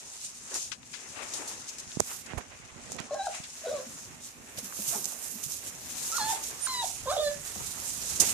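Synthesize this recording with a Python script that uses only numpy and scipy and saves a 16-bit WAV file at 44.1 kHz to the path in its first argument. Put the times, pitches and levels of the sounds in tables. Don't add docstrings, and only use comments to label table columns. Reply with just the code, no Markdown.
import sys
import numpy as np
from scipy import signal
from scipy.io import wavfile

SR = 44100
rng = np.random.default_rng(int(sys.argv[2]) if len(sys.argv) > 2 else 0)


def level_to_linear(level):
    exponent = np.asarray(level, float) / 20
    return 10 ** exponent


def int16_out(signal):
    q = np.round(np.clip(np.atleast_2d(signal).T, -1, 1) * 32767)
    wavfile.write(sys.argv[1], SR, q.astype(np.int16))


N = 367353

# t/s, level/dB, low weight/(dB per octave), left-right difference/dB
RUMBLE = [(0, -64, 3, 0), (1.6, -59.5, 1.5, 1.5), (2.1, -63.5, 5, -6), (2.37, -50, -3, -12),
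          (2.55, -61.5, 6.5, -13.5), (2.99, -47.5, -2.5, -16), (3.25, -61.5, 3, -3), (4.1, -59, 2, -5),
          (4.9, -57, 0.5, -5.5), (5.9, -55, 1, 2.5), (6.8, -58.5, 4, -2), (7.1, -55, 8.5, -0.5),
          (7.45, -55, 6.5, 0), (7.8, -56.5, 3.5, -2), (8.33, -47.5, 1.5, 2)]
# f/Hz, relative density/dB
RUMBLE_COLOUR = [(25, -25), (38, -13.5), (70, -2.5), (130, -2.5), (240, -1.5), (400, -8), (800, -12)]
HUM_HZ, HUM_WIDTH_HZ, HUM_DB = 242, 7.23, -68.5
# f/Hz, correlation coefficient/1
LIKENESS = [(60, 0.6593), (290, 0.5398), (640, 0.2895), (1400, 0.0125), (15000, .01)]

# t/s, level/dB, left-right difference/dB
SCUFF = [(0, -64.5, -0.5), (.68, -66, -0.5), (.76, -73.5, -2.5), (.91, -65, 0), (1.0, -58.5, 7),
         (1.9, -63, 0.5), (2.2, -66, 0.5), (2.9, -60, -8.5), (3.5, -63.5, 0.5), (3.75, -57.5, 1.5),
         (4.2, -65.5, -3.5), (4.9, -57, 1.5), (5.4, -64, 0), (6.6, -61.5, -1), (7.5, -59, -2),
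         (8.18, -56.5, 3.5), (8.33, -48.5, 0)]
# f/Hz, relative density/dB
SCUFF_COLOUR = [(250, -6), (500, -1), (1000, 0.5), (2400, 1), (3400, -7.5), (4700, -13), (7000, -35.5),
                (12000, -25)]
SCUFF_WEIGHT_DB = 1.5
# t of peak/s, level/dB, 10 dB fall time/s, low weight/(dB per octave), left-right difference/dB
SLIDES = [(.56, -51, 0.0428, 3, -1.5), (1.23, -49, 0.0996, 1, 14), (1.42, -54.5, 0.1753, 4, 9),
          (2.115, -50, 0.0403, 0.5, 10.5), (2.31, -48.5, 0.0454, -0.5, -9.5), (2.41, -54, 0.0344, 1, -11),
          (2.52, -57, 0.0198, 1, -9), (3.352, -51.5, 0.052, -3.5, 2.5), (6.3, -53.5, 0.5217, 2, 6.5),
          (8.224, -44.5, 0.0252, 4.5, 0)]

# t/s, level/dB
RUSTLE = [(0, -54.5), (.45, -54), (.63, -43.5), (.7, -53), (.77, -65.5), (.92, -55.5), (1.32, -49.5),
          (1.87, -54), (2.1, -49), (2.24, -58), (2.5, -62.5), (2.95, -58), (3.5, -55), (3.7, -52.5),
          (4.05, -55), (4.2, -65.5), (4.5, -58.5), (4.72, -55), (4.8, -45), (4.97, -46.5), (5.4, -54.5),
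          (5.75, -54), (5.96, -46), (6.2, -41.5), (6.39, -62), (6.47, -45.5), (6.6, -51), (6.7, -46.5),
          (7.02, -54), (7.14, -48.5), (7.42, -53), (7.6, -50.5), (8.17, -43), (8.33, -48.5)]
# f/Hz, relative density/dB
RUSTLE_COLOUR = [(2500, -7), (4300, -4.5), (5500, -3.5), (6800, 2), (8500, -1), (10500, -0.5),
                 (14000, -6.5), (16000, -7)]
# t of peak/s, level/dB, 10 dB fall time/s (sign ignored)
STEPS = [(0.136, -48.5, 0.0588), (.25, -44.5, 0.032), (.56, -40.5, -0.0001), (1.23, -53, 0.0566),
         (1.375, -44, 0.0335), (1.69, -46.5, 0.0166), (1.801, -42, -0.0077), (2.135, -47, 0.0216),
         (2.655, -55, -0.007), (2.921, -49.5, 0.061), (3.144, -47, 0.0024), (3.26, -48, 0.0216),
         (3.35, -48.5, 0.0944), (4.255, -51.5, 0.0751), (4.59, -43.5, 0.017), (4.646, -48.5, 0.0432),
         (4.889, -37.5, 0.0278), (4.93, -48, 0.0035), (5.19, -42.5, 0.0009), (5.32, -47, 0.037),
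         (5.44, -43, 0.0146), (5.52, -44.5, 0.093), (5.676, -44, 0.0263), (6.07, -51, 0.0856),
         (6.312, -38, 0.0566), (6.41, -50, -0.0404), (6.44, -39.5, 0.0129), (6.871, -42.5, 0.0801),
         (6.955, -50, 0.163), (7.47, -45.5, 0.0858), (7.67, -42.5, 0.0245), (7.718, -44.5, 0.0206),
         (7.9, -46.5, 0.0908), (8.02, -47, 0.0145), (8.165, -39, 0.0088)]
RISE_SHARE = 0.8411
LANDING_S, LANDING_DB, LANDING_FALL_S, LANDING_RISE_SHARE = 8.2, -29, 0.08838, 0.02217
# t/s, level of top sheen relative to the rustle/dB, left-right difference/dB
NEARNESS = [(0, -19.5, 0.5), (.86, -17.5, 4), (2.0, -26, 2), (2.04, 0.5, 1), (2.2, 1, -5.5),
            (2.28, -15, 5.5), (2.62, -20, 7.5), (3.16, -36.5, 4.5), (3.6, -10, 1), (4.5, -1.5, 1),
            (4.7, 6, 0), (5.3, 5.5, -5), (5.75, -1, -1), (5.96, 3.5, 8.5), (6.12, -0.5, 0), (6.8, -7, -6),
            (7.45, -2.5, -5), (8.33, -3, -5)]
SHEEN_PAN_DB = -17
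SNAPS_PER_S, SNAP_DB = 50, 12.5

# t/s, level/dB, left-right difference/dB, rise plus decay time/s, lower band edge f/Hz
CRUNCHES = [(0.513, -46.5, 5, 0.01706, 393.6), (0.534, -34, 5.5, 0.0625, 4450),
            (0.715, -32, 16, 0.020238, 1229), (0.829, -45, 15.5, 0.004794, 1000),
            (0.929, -39.5, 21, 0.03843, 1244), (1.334, -33.5, 10, 0.017, 3466),
            (1.471, -38, 2, 0.04203, 4000), (1.782, -40, 10, 0.01397, 4000),
            (2.258, -44.5, 10.5, 0.01486, 4000), (2.373, -36, -21, 0.02106, 430),
            (2.375, -42.5, -20, 0.01677, 6007), (2.982, -35, -21.5, 0.026024, 713),
            (3.433, -42, 1.5, 0.02652, 1242), (4.568, -43, -4, 0.02942, 1476),
            (4.93, -42.5, 1.5, 0.05786, 301.3), (5.042, -29.5, -10, 0.006076, 4536),
            (6.165, -31, -21, 0.01439, 4000), (7.555, -42, 18, 0.01527, 200), (7.6, -42, 13, 0.01908, 200),
            (8.199, -18, -11, 0.02008, 5295)]
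CRUNCH_RISE_SHARE = 0.3488

# t/s, level/dB, f/Hz, left-right difference/dB, cycles to fall 30 dB/1
THUMPS_AND_GRUNT = [(0.514, -37.5, 623.9, 1.5, 14.5), (3.862, -38, 227.2, 1.5, 18.5),
                    (4.583, -33.5, 605.7, -12, 13), (4.623, -38, 187.7, -2, 16),
                    (4.791, -35.5, 223.7, 3.5, 12.5), (4.793, -39.5, 617.6, 4.5, 16),
                    (4.875, -41.5, 137.9, 1, 11), (4.924, -34.5, 745.5, 3.5, 39.5),
                    (4.932, -40, 1291, 0.5, 40), (4.946, -33.5, 828.5, 5, 45),
                    (4.95, -35.5, 210.4, 3.5, 10.5), (4.955, -36, 423, -4, 25.5),
                    (4.975, -34.5, 415, -1.5, 20.5), (5.335, -42, 228, 1.5, 8.5), (5.353, -34, 204.9, 1, 8),
                    (5.462, -38, 150.2, -9.5, 8), (7.557, -39.5, 191, 15, 14), (7.595, -40, 149.5, 16, 15)]
THUMP_SAG, THUMP_RISE = 0.01775, 0.1422
LOW_CUT_HZ = 45.46

# t/s, peak level/dB, left-right difference/dB, ring f/Hz
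TICKS = [(0.5433, -15.5, 2.5, 6800), (1.478, -23, 1.5, 6810), (1.9183, -28.5, 8.5, 3209),
         (2.0007, -10.5, -23, 6784), (2.0035, -4, -20, 6603), (2.9199, -19.5, -12.5, 6695),
         (2.9297, -25, -26, 6790), (2.948, -29, -17, 6800), (2.9654, -28.5, -19, 6800),
         (3.0018, -22.5, -5, 6800), (4.725, -36, 6, 1087), (4.96, -18.5, -7.5, 6800),
         (5.043, -20, -16, 6910), (5.056, -11, -16, 6927), (5.45, -24, -10, 6804),
         (5.7609, -36.5, -17, 6800), (6.1179, -16.5, -18, 6810), (6.1257, -17.5, -22.5, 6860),
         (7.478, -26.5, -5, 8000), (7.801, -21.5, -6, 7500), (8.1, -20.5, -5.5, 8010),
         (8.2025, -18.5, -15, 6800)]

# t/s, level/dB, f/Hz
KNOCKS = [(1.869, -37.5, 130), (1.9709, -17, 210.3), (1.9993, -11.5, 463.5), (2.0042, -7, 676.9),
          (2.014, -25.5, 189.9), (2.3344, -20.5, 920), (2.336, -26.5, 168.8), (2.342, -30, 110),
          (2.372, -21, 97.4), (2.384, -19.5, 797.4), (2.599, -39, 200), (2.761, -34.5, 125.2),
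          (2.9, -31.5, 620.5), (2.919, -26.5, 701), (3.003, -24.5, 229.8), (3.401, -30.5, 200),
          (4.578, -33, 150), (4.79, -31.5, 400.2), (5.46, -35.5, 140), (8.201, -27, 242)]
KNOCK_TURNS, KNOCK_SAG, KNOCK_RISE, KNOCK_PAN_DB = 2.12, 0.5465, 0.07785, -30.5

# t/s, fundamental f/Hz, level/dB
WHINES = [
    [(3.108, 707.6, -32.5), (3.114, 554.5, -34.5), (3.136, 603.8, -30.5), (3.147, 642.9, -33),
     (3.152, 815.4, -37), (3.165, 810.1, -51.5), (3.186, 800.8, -49.5), (3.197, 780.3, -31),
     (3.218, 775.9, -32), (3.243, 833.3, -42), (3.261, 804.5, -45), (3.271, 773.2, -27),
     (3.279, 712.3, -38), (3.285, 645.7, -32.5), (3.296, 540.7, -39)],
    [(3.636, 603.8, -46), (3.662, 661.6, -32.5), (3.669, 499.9, -35), (3.692, 504.1, -35.5),
     (3.698, 561.1, -34), (3.704, 579.6, -30.5), (3.709, 583.6, -42), (3.715, 590.3, -29),
     (3.723, 621.6, -38.5), (3.73, 623.5, -31.5), (3.735, 614.6, -40), (3.739, 604.4, -32.5),
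     (3.745, 591.6, -37.5), (3.755, 583.9, -37), (3.77, 570.6, -37), (3.781, 532.2, -41.5),
     (3.787, 509.6, -40), (3.84, 510.5, -52)],
    [(6.12, 1308, -42.5), (6.13, 1309, -37), (6.158, 1416, -38), (6.179, 1418, -37), (6.183, 1204, -29.5),
     (6.187, 954.8, -39.5), (6.212, 853.1, -32), (6.224, 840.6, -37.5), (6.252, 864.7, -33.5),
     (6.28, 874.3, -36.5), (6.31, 884.4, -27), (6.322, 865.3, -33), (6.326, 790.1, -42.5),
     (6.331, 744.5, -29.5), (6.337, 749.1, -39), (6.35, 883.9, -43), (6.372, 866.1, -46)],
    [(6.662, 1647, -53.5), (6.67, 1549, -32.5), (6.674, 1036, -40), (6.73, 1032, -36.5), (6.745, 1000, -41),
     (6.815, 957.3, -40), (6.83, 887, -32.5), (6.835, 861.6, -37.5), (6.839, 738.4, -31.5),
     (6.845, 725, -31), (6.85, 699.4, -45.5)],
    [(7.057, 672.7, -33.5), (7.063, 557.9, -40.5), (7.073, 500.6, -36), (7.11, 594.1, -30),
     (7.124, 746.8, -31), (7.157, 765.8, -40)],
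    [(7.157, 756.5, -46.5), (7.166, 743.1, -28.5), (7.172, 574.7, -30.5), (7.187, 589.5, -31),
     (7.202, 615.3, -25.5), (7.22, 607.9, -36), (7.25, 591.9, -33.5), (7.265, 585.3, -28),
     (7.283, 578, -27), (7.3, 576.9, -39), (7.335, 578.7, -49), (7.345, 578.8, -64), (7.385, 578.1, -61.5)],
    [(3.088, 1066, -59.5), (3.1, 1082, -50.5), (3.14, 1087, -49), (3.19, 1077, -57)],
]
WHINE_PANS_DB = [0.8466, 1, -2.5, 0.5, -2, -3.5, 2]
WHINE_LEADS_MS = [.06, .03, -.025, -.05, -.06, -.06, 0]
# f at start/Hz, f at end/Hz, overtone level before lift/dB
VOICING = [(1443.7, 1597.8, -46), (1569.5, 964.8, -47.5), (1861.5, 1468.7, -46), (2120, 1823, -52),
           (1000, 1369.3, -37), (1143.8, 1952.7, -44), (2000, 1973, -80)]
# f at start/Hz, f at end/Hz, level at start/dB, level at end/dB, before lift
THROAT = [(4000, 3980, -54, -60), (3795.7, 4050, -54.5, -56), (4235.3, 3739, -38, -44),
          (4000, 3810.4, -35.5, -36.5), (3380, 4062.5, -46.5, -43.5), (3462.4, 4364, -47.5, -46),
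          (4000, 3990, -81.5, -79.5)]
# t/s, lift of all overtones/dB
OPENING = [
    [(3.145, -5), (3.155, 2.5), (3.2, -1.5), (3.262, 1.5), (3.278, -7)],
    [(3.655, -8), (3.668, 0.5), (3.7, 2), (3.72, -3), (3.76, -3), (3.79, 1), (3.81, -8)],
    [(6.12, -5), (6.175, 2.5), (6.23, 3), (6.27, -3.5), (6.318, -2.5), (6.326, -6)],
    [(6.676, 0), (6.73, -3), (6.745, 4.5), (6.815, -1), (6.832, -7)],
    [(7.06, -4), (7.11, 2.5), (7.13, -2.5), (7.157, -3.5)],
    [(7.16, 0.5), (7.2, -2.5), (7.235, 5), (7.258, 0.5), (7.285, 0), (7.32, -6.5)],
    [(3.088, -0.5), (3.19, 1.5)],
]
# t/s, roughness before voice breaks add to it/1
HOARSENESS = [
    [(3.11, .1), (3.25, .08), (3.275, .45)],
    [(3.64, .35), (3.74, .3), (3.765, .12), (3.8, .3)],
    [(6.12, .08), (6.3, .1), (6.325, .45)],
    [(6.67, .1), (6.815, .12), (6.835, .55)],
    [(7.06, .12), (7.105, .15), (7.12, .3), (7.157, .2)],
    [(7.16, .6), (7.19, .5), (7.203, .08), (7.3, .08)],
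    [(3.088, .45), (3.19, .45)],
]
MOUTH_HALF_WIDTH_HZ, THROAT_HALF_WIDTH_HZ = 183.6, 401.16
UPPER_RING_HZ, UPPER_RING_DB = 4920.5, -16
OVERTONE_DB, OVERTONE_WAVER_DB, RASP_HZ = -28.5, 3.5, 99.88
OVERTONE_FOLLOWS, VOICE_DB = .5, -35
BREAK_ROUGH_PER_OCTAVE_S, BREAK_LINGER_S = .012, .008
BREAK_DULL_DB = 12
HOARSE_RAD = 2.4

# t/s, f/Hz, level/dB, left-right difference/dB
WHISTLE = [(6.607, 9029, -49.5, -21.5), (6.622, 8962, -35, -18.5), (6.662, 9047, -29.5, -21.5),
           (6.668, 9015, -35, -16.5)]

ROOM_T60_S, WALL_CUT_HZ, ROOM_DB = 0.30432, 2745, -10
MIC_RING_HZ, MIC_RING_WIDTH_HZ, MIC_RING_DB = 6649.5, 1441.9, 2.5
LEFT_DULL_HZ, TOP_HZ = 9261, 14700


def rms_one(x):
    return x / np.sqrt(np.mean(x ** 2) + 1e-20)


def in_time(rows, t=None):
    s, *columns = np.transpose(rows)
    t = np.arange(N) / SR if t is None else t
    return [np.interp(t, s, column) for column in columns]


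def at_hz(points, hz):
    f, values = np.array(points).T
    return np.interp(np.log(hz), np.log(f), values)


def placed(pan_db):
    left = 1 / np.sqrt(1 + level_to_linear(-2 * np.asarray(pan_db)))
    return np.sqrt(2) * np.array([left, np.sqrt(1 - left ** 2)]).reshape(2, -1)


def drift(rate):
    r = np.exp(-80 * np.pi * rate / SR)
    slow = signal.lfilter([1], [1, -2 * r, r * r], rng.standard_normal(N // 40 + 2002))[2000:]
    return np.interp(np.arange(N) / 40, np.arange(len(slow)), rms_one(slow))


def resonate(x, hz, width_hz):
    r = np.exp(-np.pi * width_hz / SR)
    poles = [1, -2 * r * np.cos(2 * np.pi * hz / SR), r * r]
    return signal.lfilter([(1 - r * r) / 2, 0, (r * r - 1) / 2], poles, x)


def bell(hz, centre_hz, half_width_hz):
    return 1 / (1 + ((hz - centre_hz) / half_width_hz) ** 2)


def band(x, low_hz, high_hz):
    return signal.sosfilt(signal.butter(2, [low_hz, min(high_hz, 19000)], "band", fs=SR, output="sos"), x)


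def split_filter(x, kind, order, hz):
    return signal.sosfilt(signal.butter(order, hz, kind, fs=SR, output="sos"), x)


def swell(s, fall_s, rise_share=RISE_SHARE):
    t = np.arange(N) / SR - s
    return level_to_linear(-10 * np.maximum(t, -t / rise_share) / abs(fall_s))


def add(out, s, sound, level_db, pan_db):
    i = round(s * SR)
    out[:, i:i + sound.shape[-1]] += (level_to_linear(level_db) * sound * placed(pan_db))[:, :N - i]


def grains(per_s, spread_db):
    shape = (2, 2, N)
    sizes = level_to_linear(spread_db * np.minimum(rng.exponential(1, shape), 5))
    signs = np.sign(rng.random(shape) - .5)
    return sizes * signs * (rng.random(shape) < per_s / SR)


def banded(source, colour, level_band, patchy_db, slope_db=0, pivot_hz=2600):
    out, together = 0, drift(12.717)
    octaves = np.log2(colour[-1][0] / colour[0][0])
    edges = colour[0][0] * 2 ** np.arange(0, octaves + .4, .5)
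    for k, (low, high) in enumerate(zip(edges, edges[1:])):
        mid, side = band(source[k % 2], low, high)
        hz = np.sqrt(low * high)
        alike = np.clip(at_hz(LIKENESS, hz), -1, 1)
        lean_db = slope_db * np.log2(pivot_hz / hz)
        flicker_db = patchy_db * (1.3373 * together + drift(6.324))
        stereo = np.sqrt(1 + alike) * mid + np.sqrt(1 - alike) * side * [[1], [-1]]
        out = out + level_to_linear(at_hz(colour, hz) + lean_db + flicker_db) * stereo
    return out / np.std(band(out.mean(axis=0), *level_band))


def rumble():
    level_db, weight_db, pan_db = in_time(RUMBLE)
    noise = rng.standard_normal((2, 2, N))
    low = banded(noise, RUMBLE_COLOUR, (40, 400), patchy_db=2.0, slope_db=weight_db, pivot_hz=200)
    hum = resonate(rng.standard_normal(N), HUM_HZ, HUM_WIDTH_HZ)
    hum = resonate(hum, HUM_HZ, HUM_WIDTH_HZ)
    return level_to_linear(level_db) * low * placed(pan_db) + level_to_linear(HUM_DB) * rms_one(hum)


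def scuff():
    level_db, pan_db = in_time(SCUFF)
    powers = [level_to_linear(2 * level_db)]
    for s, slide_db, fall_s, *_ in SLIDES:
        powers.append((level_to_linear(slide_db) * swell(s, fall_s)) ** 2)
    power = np.sum(powers, axis=0)
    shares = np.array(powers) / power
    steady = [SCUFF_WEIGHT_DB * shares[0], pan_db * shares[0]]
    weight_db, mean_pan_db = np.transpose(SLIDES)[3:] @ shares[1:] + steady
    drag = banded(grains(6000, 1.08), SCUFF_COLOUR, (2100, 3300), patchy_db=1.2, slope_db=weight_db)
    return np.sqrt(power) * drag * placed(mean_pan_db)


def rustle():
    power = level_to_linear(2 * in_time(RUSTLE)[0])
    for s, step_db, fall_s in STEPS:
        power += (level_to_linear(step_db) * swell(s, fall_s)) ** 2
    power += (level_to_linear(LANDING_DB) * swell(LANDING_S, LANDING_FALL_S, LANDING_RISE_SHARE)) ** 2
    flakes = banded(grains(5000, 3.28), RUSTLE_COLOUR, (5000, 9000), patchy_db=1.0)
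    lone = grains(SNAPS_PER_S, 3.85)[0]
    flakes = flakes + level_to_linear(SNAP_DB) * band(lone, 4587, 13270)
    top = split_filter(flakes, "high", 4, 10000)
    body = split_filter(flakes, "low", 4, 10000)
    sheen_db, pan_db = in_time(NEARNESS)
    sheen = level_to_linear(sheen_db) * rms_one(top) * placed(SHEEN_PAN_DB)
    return np.sqrt(power) * (body + sheen) * placed(pan_db)


def crunches():
    out, t = np.zeros((2, N)), np.arange(SR // 3) / SR
    snaps = grains(14000, 1.808)[0]
    for s, level_db, pan_db, length_s, low_hz in CRUNCHES:
        i = min(round(s * SR), N - len(t))
        burst = rms_one(band(snaps[:, i:i + len(t)], low_hz, min(4.444 * low_hz, 11000)))
        rise_s = CRUNCH_RISE_SHARE * length_s
        rise = np.sin(np.pi / 2 * np.minimum(t / rise_s, 1))
        decay = np.exp(-np.maximum(t - rise_s, 0) / (length_s - rise_s))
        add(out, s, burst * rise * decay, level_db, pan_db)
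    return out


def damped_sines(rows, sag, rise):
    out, t = np.zeros((2, N)), np.arange(SR // 4) / SR
    wobble = drift(65.87)
    for s, level_db, hz, pan_db, turns in rows:
        i = min(round(s * SR), N - len(t))
        done = t * hz / turns
        pitch = hz * (1 - sag * np.minimum(done, 1)) * (1 + 0.1395 * wobble[i:i + len(t)])
        phase = 2 * np.pi * np.cumsum(pitch) / SR
        shape = np.minimum(done / rise, 1) * level_to_linear(-30 * done)
        add(out, s, -np.sin(phase) * shape, level_db, pan_db)
    return split_filter(out + 1e-18, "high", 2, LOW_CUT_HZ)


def thumps_and_grunt():
    return damped_sines(THUMPS_AND_GRUNT, THUMP_SAG, THUMP_RISE)


def ticks():
    out = np.zeros((2, N))
    for s, level_db, pan_db, hz in TICKS:
        ring = resonate(signal.unit_impulse(SR // 100), hz, hz)
        ring = resonate(ring, hz, hz)
        add(out, s, ring / np.abs(ring).max(), level_db, pan_db)
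    return out


def knocks():
    rows = [(*row, KNOCK_PAN_DB, KNOCK_TURNS) for row in KNOCKS]
    return damped_sines(rows, KNOCK_SAG, KNOCK_RISE)


def whines():
    out = np.zeros((2, N))
    shake, wavers = drift(99.43), [drift(22.34) for k in range(12)]
    blurs = [drift(69.27) for k in range(12)]
    rasp = np.sin(2 * np.pi * np.cumsum(RASP_HZ * (1 + 0.2517 * drift(24.317))) / SR)
    linger = np.exp(-1 / (BREAK_LINGER_S * SR))
    settings = zip(WHINES, VOICING, OPENING, HOARSENESS, THROAT, WHINE_PANS_DB, WHINE_LEADS_MS)
    for note, (start_hz, end_hz, mouth_db), opening, hoarse, throat, pan_db, lead_ms in settings:
        at = slice(round(note[0][0] * SR), round(note[-1][0] * SR))
        t = np.arange(at.start, at.stop) / SR
        hz, level_db = in_time(note, t)
        opening_db, = in_time(opening, t)

        octaves_per_s = np.abs(np.gradient(np.log2(hz), t))
        glide = signal.lfilter([1 - linger], [1, -linger], octaves_per_s)
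        broken = np.minimum(BREAK_ROUGH_PER_OCTAVE_S * glide, 1)
        rough = np.clip(in_time(hoarse, t)[0] + broken, 0, .7)

        phase = 2 * np.pi * np.cumsum(hz * (1 + .04 * rough * shake[at])) / SR
        phase = phase + 2 * np.pi * hz * [[lead_ms / 1000], [0]]
        mouth_hz = np.linspace(start_hz, end_hz, len(t))
        ring_hz, ring_db = np.linspace(throat[::2], throat[1::2], len(t)).T
        lift_db = OVERTONE_FOLLOWS * (level_db - VOICE_DB) - BREAK_DULL_DB * broken
        voice = level_to_linear(level_db) * np.sin(phase)
        for k in range(2, 12):
            mouth = level_to_linear(mouth_db + lift_db) * bell(k * hz, mouth_hz, MOUTH_HALF_WIDTH_HZ)
            ring = bell(k * hz, ring_hz, THROAT_HALF_WIDTH_HZ)
            ring += level_to_linear(UPPER_RING_DB) * bell(k * hz, UPPER_RING_HZ, THROAT_HALF_WIDTH_HZ)
            ring *= level_to_linear(ring_db + lift_db)
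            strength = mouth + ring + level_to_linear(level_db + OVERTONE_DB) / k
            waver = level_to_linear(opening_db + OVERTONE_WAVER_DB * wavers[k][at])
            smear = HOARSE_RAD * np.sqrt(k / 2) * rough * blurs[k][at]
            voice += strength * waver * np.sin(k * phase + k + smear)
        unsteady = 1 + .8 * rough * rasp[at]
        fade = np.clip(np.minimum(t - t[0], t[-1] - t) / 0.001992, 0, 1)
        out[:, at] += np.sqrt(2) * unsteady * fade * voice * placed(pan_db)
    return out


def whistle():
    t = np.arange(N) / SR
    hz, level_db, pan_db = in_time(WHISTLE)
    fade = np.clip(np.minimum(t - WHISTLE[0][0], WHISTLE[-1][0] - t) / 0.00313, 0, 1)
    tone = np.sin(2 * np.pi * np.cumsum(hz) / SR)
    return np.sqrt(2) * level_to_linear(level_db) * fade * tone * placed(pan_db)


def room(x):
    out, dull = np.zeros((2, N)), np.exp(-2 * np.pi * WALL_CUT_HZ / SR)
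    lags = (rng.uniform(0.01, .035, 12) * SR).astype(int)
    for k, lag in enumerate(lags):
        loop, state = x.copy(), [0.]
        gain = level_to_linear(-60 * lag / SR / ROOM_T60_S)
        for i in range(lag, N, lag):
            back, state = signal.lfilter([gain * (1 - dull)], [1, -dull], loop[i - lag:i], zi=state)
            loop[i:i + lag] += back[:N - i]
        out[k % 2] += (loop - x) * (-1) ** (k // 2)
    return out


def scene():
    voices = whines() + whistle()
    wet = level_to_linear(ROOM_DB) * room(voices.mean(axis=0) + 1e-18)
    bedding = rumble() + scuff() + rustle() + crunches()
    return voices + wet + bedding + thumps_and_grunt() + ticks() + knocks()


def band_limit(x):
    return signal.sosfilt(signal.butter(12, 15650, fs=SR, output="sos"), x)


def record(dry):
    x = dry + level_to_linear(MIC_RING_DB) * resonate(dry, MIC_RING_HZ, MIC_RING_WIDTH_HZ)
    left = split_filter(x[0], "low", 2, LEFT_DULL_HZ)
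    x = signal.sosfilt(signal.cheby2(22, 45, TOP_HZ, fs=SR, output="sos"), [left, x[1]])
    return band_limit(np.clip(x, -1, 1))


dry = scene()
out = record(dry)
int16_out(out)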